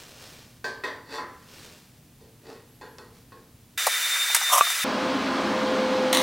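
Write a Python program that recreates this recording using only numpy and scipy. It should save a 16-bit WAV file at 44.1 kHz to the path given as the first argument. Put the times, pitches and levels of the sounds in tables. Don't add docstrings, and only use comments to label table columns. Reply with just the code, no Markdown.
import sys
import numpy as np
from scipy import signal
from scipy.fft import rfft, irfft, next_fast_len
from scipy.io import wavfile
from scipy.ndimage import uniform_filter1d, map_coordinates

SR = 44100
rng = np.random.default_rng(int(sys.argv[2]) if len(sys.argv) > 2 else 0)


def generate_wav(sig):
    pcm = np.round(np.clip(np.atleast_2d(sig).T, -1, 1) * 32767).astype(np.int16)
    wavfile.write(sys.argv[1], SR, pcm)


N = 274302


def amp(db):
    return 10 ** (np.asarray(db) / 20)


def unit(x):
    return x / np.sqrt(np.mean(x ** 2) + 1e-20)


def clock():
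    return np.arange(N) / SR


def along(points, hz):
    f, v = np.transpose(points)
    return np.interp(np.log(hz + 1), np.log(f + 1), v)


def level(rows, outside=None):
    s, db = np.transpose(rows)
    return amp(np.interp(clock(), s, db, left=outside, right=outside))


def wobble(rate):
    knots = rng.standard_normal(int(N * rate / SR) + 4)
    return map_coordinates(knots, [clock() * rate])


SWELL_SHAPE = 1.42


def swell(s, db, rise_s, fall_s):
    t = clock() - s
    span_s = np.where(t < 0, rise_s, fall_s)
    return amp(db - 20 * np.abs(t / span_s) ** SWELL_SHAPE)


def coloured(x, points, speed=1):
    m = 2 * next_fast_len(len(x) // 2 + 4096)
    hz = np.fft.rfftfreq(m, 1 / SR) / speed
    cepstrum = irfft(np.log(amp(along(points, hz))))
    cepstrum[1:m // 2] *= 2
    cepstrum[m // 2 + 1:] = 0
    return irfft(rfft(x, m) * np.exp(rfft(cepstrum)), m)[:len(x)]


def grains(rate, spread_db):
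    sizes = rng.standard_normal(N) * amp(spread_db * np.clip(rng.standard_normal(N), -2, 2))
    return unit(sizes * (rng.random(N) < rate / SR))


def tone(hz, drift, rate):
    cycles = np.cumsum(hz * (1 + drift * wobble(rate))) / SR
    return np.sqrt(2) * np.sin(2 * np.pi * (cycles + rng.random()))


def add(track, s, sound):
    part = track[round(s * SR):][:len(sound)]
    part += sound[:len(part)]


# frequency in Hz, time to die by 60 dB in seconds.
GARAGE_T60 = [(200, 0.69), (1000, 0.66), (4000, 0.48), (12000, 0.23)]


def garage(x, wet_db, speed=1):
    hz, t, z = signal.stft(rng.standard_normal(SR), SR, nperseg=256)
    t60 = along(GARAGE_T60, hz / speed)[:, None]
    tail = signal.istft(z * amp(-60 * t * speed / t60), SR, nperseg=256)[1]
    answer = amp(wet_db) * tail / np.linalg.norm(tail)
    answer[0] += 1
    return signal.fftconvolve(x, answer / np.linalg.norm(answer))[:len(x)]


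# frequency in Hz, density in dB per Hz.
HISS_COLOUR = [(25, -4), (120, 2), (1200, -9), (2400, -12), (5000, -10), (9000, -4.5), (13000, -3),
               (15800, -2.5)]


def wide_hiss():
    return amp(-61) * unit(np.array([coloured(rng.standard_normal(N), HISS_COLOUR) for ear in range(2)]))


# frequency in Hz, density in dB per Hz.
AIR_COLOUR = [(15, -29), (25, -15.5), (123, -2.5), (241, -12), (299, -12), (382, -19), (1430, -28.5),
              (2090, -28), (2390, -27.5), (4570, -29.5), (5670, -30.5), (12400, -35.5), (15800, -40)]
# frequency in Hz, level in dB.
HUM_LINES = [(119, -72), (241, -65.5)]


def background():
    air = amp(-55.0) * unit(coloured(rng.standard_normal(N), AIR_COLOUR))
    hum = sum(amp(db) * tone(hz, drift=0.0029, rate=7.1) for hz, db in HUM_LINES)
    return air + hum


# time in seconds, frequency in Hz, level in dB.
SQUEAL_PATH = [(2.68, 11250, -72), (2.76, 11400, -67), (2.84, 11100, -79), (2.91, 11420, -65),
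               (2.97, 11200, -72), (3.24, 9700, -80)]


def squeal():
    s, hz, db = np.transpose(SQUEAL_PATH)
    loudness = level(np.column_stack([s, db]), outside=-np.inf)
    return loudness * tone(np.interp(clock(), s, hz), drift=.002, rate=90)


# height in seconds, level in dB, rise in seconds, fall in seconds.
SLEEVE_STROKES = [(.01, -46, .1, 0.21), (.25, -46.5, 0.26, 0.39), (1.63, -47, .29, 0.32),
                  (1.96, -63, .05, .08), (3.17, -58.5, 0.065, .12)]
# frequency in Hz, density in dB per Hz.
CLOTH_COLOUR = [(200, -2.5), (500, 2), (900, -4.5), (1500, -2.5), (2100, -4), (2700, -3), (4800, -2.5),
                (8000, -8.5), (11000, -14), (15800, -14.5)]


def clothes():
    fibres = unit(garage(coloured(grains(rate=5000, spread_db=3), CLOTH_COLOUR), wet_db=-5.5))
    return fibres * np.linalg.norm([swell(*row) for row in SLEEVE_STROKES], axis=0)


# frequency in Hz, level in dB, time to die by 60 dB in seconds.
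TUBE_MODES = [(277, -10.5, 0.81), (447, -7.5, 0.78), (497, -7, 0.54), (856, -7, 0.49), (1012, -4, 0.59),
              (1085, -6.5, 0.42), (1319, -24, 0.6), (1556, -9.5, 0.49), (1879, -3, 0.27), (1890, -15, 0.62),
              (2570, -5, 0.14), (3540, -11, 0.23), (4360, -9, 0.3), (4900, -17, .5), (4630, -16, 0.71),
              (5730, -21.5, 0.48), (7600, -23, 0.38)]


def steel(favoured_hz, boost_db):
    t = np.arange(SR) / SR
    hz, db, t60 = np.transpose(TUBE_MODES)[:, :, None]
    gap = np.abs(hz - favoured_hz)
    db = db + boost_db * (gap == gap.min()) + rng.standard_normal(hz.shape)
    modes = amp(db - 60 * t / t60) * np.sin(2 * np.pi * (hz * t + rng.random(hz.shape)))
    onset = 1 - np.exp(-t / 0.00039)
    return np.sum(modes, axis=0) * onset


# frequency in Hz, density in dB per Hz.
FRAME_COLOUR = [(60, -30), (160, -13), (280, -6), (430, 3), (650, -5.5), (950, -2.5), (1400, -2.5),
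                (1900, -3), (2200, -12), (3000, -14), (4500, -9.5), (6500, -18), (15000, -31.5)]
# height in seconds, level in dB, rise in seconds, fall in seconds,
# mode driven hardest in Hz, ring against rub in dB, bass in dB, treble in dB.
TUBE_SLIDES = [(1.135, -35, 0.057, 0.078, 1879, 5, -2, 1), (1.18, -36.5, 0.11, 0.058, 1879, 2, 1, 2),
               (2.495, -44, 0.08, 0.15, 497, -3, 7.5, 2)]


def slides():
    out = np.zeros(N)
    for s, db, rise_s, fall_s, favoured_hz, ring_db, bass_db, treble_db in TUBE_SLIDES:
        slips = grains(rate=2000, spread_db=2.5)
        ring = unit(signal.fftconvolve(slips, steel(favoured_hz, boost_db=3.5))[:N])
        rub = unit(coloured(slips, FRAME_COLOUR))
        balance = [(600, bass_db), (1200, 0), (2000, 0), (4500, treble_db)]
        scrape = coloured(amp(ring_db) * ring + rub, balance)
        out += swell(s, db, rise_s, fall_s) * unit(scrape)
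    return garage(out, wet_db=-5.0)


# start in seconds, level in dB, treble in dB, dry tick in dB,
# mode driven hardest in Hz, its boost in dB.
TUBE_KNOCKS = [(.643, -19.5, 0.5, -8, 1556, 16), (.837, -16, -4, -20, 1879, 6),
               (1.182, -22, -16, -16, 1012, 6.5), (2.208, -52.5, 8.5, -10, 1879, 7),
               (2.812, -31.5, -4, -8, 856, 5.5), (2.984, -35.5, 1.5, 9.5, 497, 3.5),
               (3.320, -41, -0.5, -9, 1085, 13)]
NEUTRAL_KNOCK_DB, DULLING = -25, 0.54
REBOUND_S, REBOUND_DB = .033, -10.5


def knocks():
    out, t = np.zeros(N), np.arange(SR) / SR
    tick_colour = [(500, -8), (2000, 3), (5500, 6), (12000, -17)]
    for s, db, treble_db, tick_db, favoured_hz, boost_db in TUBE_KNOCKS:
        contact = amp(-60 * t / 0.036)
        add(contact, REBOUND_S, amp(REBOUND_DB) * contact)
        blow = coloured(rng.standard_normal(SR) * contact, FRAME_COLOUR)
        clunk = amp(-26.5) * unit(garage(blow, wet_db=11.0))
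        ring = amp(-14.5) * steel(favoured_hz, boost_db)
        tick = amp(tick_db - 12 - 60 * t / .012) * coloured(rng.standard_normal(SR), tick_colour)
        bass_db = DULLING * (NEUTRAL_KNOCK_DB - db)
        balance = [(450, bass_db), (1200, 0), (2000, 0), (4500, treble_db)]
        add(out, s, amp(db) * (tick + coloured(clunk + ring, balance)))
    return out


# time in seconds, level in dB.
BLADE_CRESTS = [(3.78, -32.5), (3.95, -30), (4.22, -25), (4.37, -29), (4.45, -26.5), (4.95, -33.5),
                (5.4, -30), (6.0, -25.5)]
BLADE_FADES = [3.7, 3.88, 4.005, 4.092, 4.178, 4.265, 4.35, 4.397, 4.575, 4.78, 4.89, 5.21, 6.7]
BLADE_ECHO = 0.69


def blade_gain():
    turns = np.interp(clock(), np.sort(BLADE_FADES), np.arange(len(BLADE_FADES)))
    direct_and_echo = np.abs(1 - BLADE_ECHO * np.exp(2j * np.pi * turns))
    return level(BLADE_CRESTS) * direct_and_echo / (1 + BLADE_ECHO)


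# frequency in Hz, density in dB per Hz.
FAN_COLOUR = [(25, -51.5), (45, -32), (70, -20), (110, -18), (160, -9), (260, 1.5), (350, -5), (430, -7),
              (560, -5.5), (1100, -9), (1600, -10.5), (1800, -14), (4400, -18.5), (7000, -31),
              (15000, -49.5)]
# frequency in Hz, level in dB.
MOTOR_LINES = [(47, -70), (194, -66), (282, -49.5), (333, -45), (391, -53.5), (840, -45), (1055, -45)]


def fan(speed, rush_db):
    turbulence = coloured(rng.standard_normal(N), FAN_COLOUR, speed)
    air = unit(garage(turbulence, wet_db=-7.5, speed=speed)) * amp(rush_db + 0.27 * wobble(9.9))
    blade_hz = 516.6 * speed
    whistle = blade_gain() * tone(blade_hz, drift=0.001585, rate=8 * speed)
    octave = amp(-45.5 + 2.5 * wobble(3 * speed)) * tone(2 * blade_hz, drift=.002, rate=8 * speed)
    motor = sum(amp(db + 4.2 * wobble(5 * speed)) * tone(hz * speed, drift=.01, rate=15 * speed)
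                for hz, db in MOTOR_LINES)
    return air + whistle + octave + motor


# start in seconds, level in dB, centre in Hz,
# clatter against pock in dB.
HURRIED_BUMPS = [(3.867, -6, 804, -2.5), (4.156, -15.5, 1550, -25), (4.298, -20.5, 1070, -16),
                 (4.347, -7.5, 1440, 5.5), (4.363, -20, 1060, 10.5), (4.413, -16, 1220, -16),
                 (4.43, -19, 1320, -17), (4.668, -18, 860, -19), (4.701, -22, 970, 6.5)]


def bumps():
    out, t = np.zeros(N), np.arange(SR // 4) / SR
    decay = amp(-60 * t / 0.062)
    clatter_colour = [(500, -28), (2000, -3.5), (9000, 7), (15000, -2.5)]
    for s, db, hz, clatter_db in HURRIED_BUMPS:
        pock_colour = [(hz / 3, -35), (hz / 1.43, 0), (hz * 1.48, 0), (hz * 2, -18), (hz * 8, -45)]
        pock = unit(decay * coloured(rng.standard_normal(len(t)), pock_colour))
        clatter = unit(decay * coloured(rng.standard_normal(len(t)), clatter_colour))
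        add(out, s, amp(db - 9) * np.std(decay) * (pock + amp(clatter_db) * clatter))
    return out


# height in seconds, level in dB.
JUDDERS = [(4.502, -29.5), (4.535, -13), (4.556, -16), (4.581, -14.5)]
# frequency in Hz, density in dB per Hz.
JUDDER_COLOUR = [(180, -86), (300, -51), (545, -13), (747, -4), (839, -11), (1060, 2), (1190, 1),
                 (1360, -12), (1660, -35), (3320, -13.5), (4950, -49), (5380, -12.5), (7010, -18),
                 (11500, -16), (15800, -27.5)]
# frequency in Hz, level in dB, time to die by 60 dB in seconds.
BUCKET_MODES = [(692, -31, 0.17), (1170, -4.5, 0.052), (1320, -10, 0.017), (2510, -14.5, 0.018)]
SET_DOWN_S = 4.6098


def bucket():
    strokes = [swell(s, db, rise_s=0.024, fall_s=0.026) for s, db in JUDDERS]
    scraping = unit(coloured(grains(rate=9000, spread_db=1.5), JUDDER_COLOUR))
    out = np.linalg.norm(strokes, axis=0) * scraping
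    t = np.arange(SR // 4) / SR
    boom = sum(amp(db - 60 * t / t60) * np.sin(2 * np.pi * hz * t) for hz, db, t60 in BUCKET_MODES)
    add(out, SET_DOWN_S, boom)
    return out


# start in seconds, level in dB before the colouring.
ARC_SPITS = [(6.1285, -11.5), (6.1475, -12.5), (6.171, -14.5)]
# frequency in Hz, density in dB per Hz.
ARC_COLOUR = [(100, -47), (1100, -1.5), (1500, -19), (1900, 1.5), (2400, -13), (4000, -1.5), (4900, -19),
              (6200, -9), (7700, -21), (9300, -10.5), (11300, -25), (12050, -11), (12900, -35),
              (15600, -22)]
ARC_START_S, SIZZLE_DB = 6.128, -28


def arc():
    sparks = amp(SIZZLE_DB) * (clock() > ARC_START_S) * grains(rate=2600, spread_db=8)
    t = np.arange(SR // 10) / SR
    for s, db in ARC_SPITS:
        add(sparks, s, amp(db - 60 * t / 0.03) * rng.standard_normal(len(t)))
    heard = garage(coloured(sparks, ARC_COLOUR), wet_db=-4)
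    return np.std(sparks) * amp(0.7) * unit(heard)


CUT_IN_S, CUT_OUT_S, FAST = 3.776, 4.843, 7


def scene():
    t = clock()
    hiss = wide_hiss()
    fitting = background() + clothes() + knocks() + slides() + squeal() + hiss
    low_cut = signal.butter(4, 450, "highpass", fs=SR, output="sos")
    handling = signal.sosfilt(low_cut, bumps() + bucket())
    hurried = fan(FAST, rush_db=-27.0) + handling + amp(-13) * hiss
    welding = fan(1, rush_db=-26.5) + arc() + hiss
    before = uniform_filter1d((t < CUT_IN_S).astype(float), size=90)
    after = uniform_filter1d((t >= CUT_OUT_S).astype(float), size=90)
    return before * fitting + (1 - before - after) * hurried + after * welding


def record(dry):
    top_hz = 15900
    m = next_fast_len(N + SR // 2)
    kept = np.fft.rfftfreq(m, 1 / SR) < top_hz
    return irfft(rfft(dry, m) * kept, m)[:, :N]


dry = scene()
out = record(dry)
generate_wav(out)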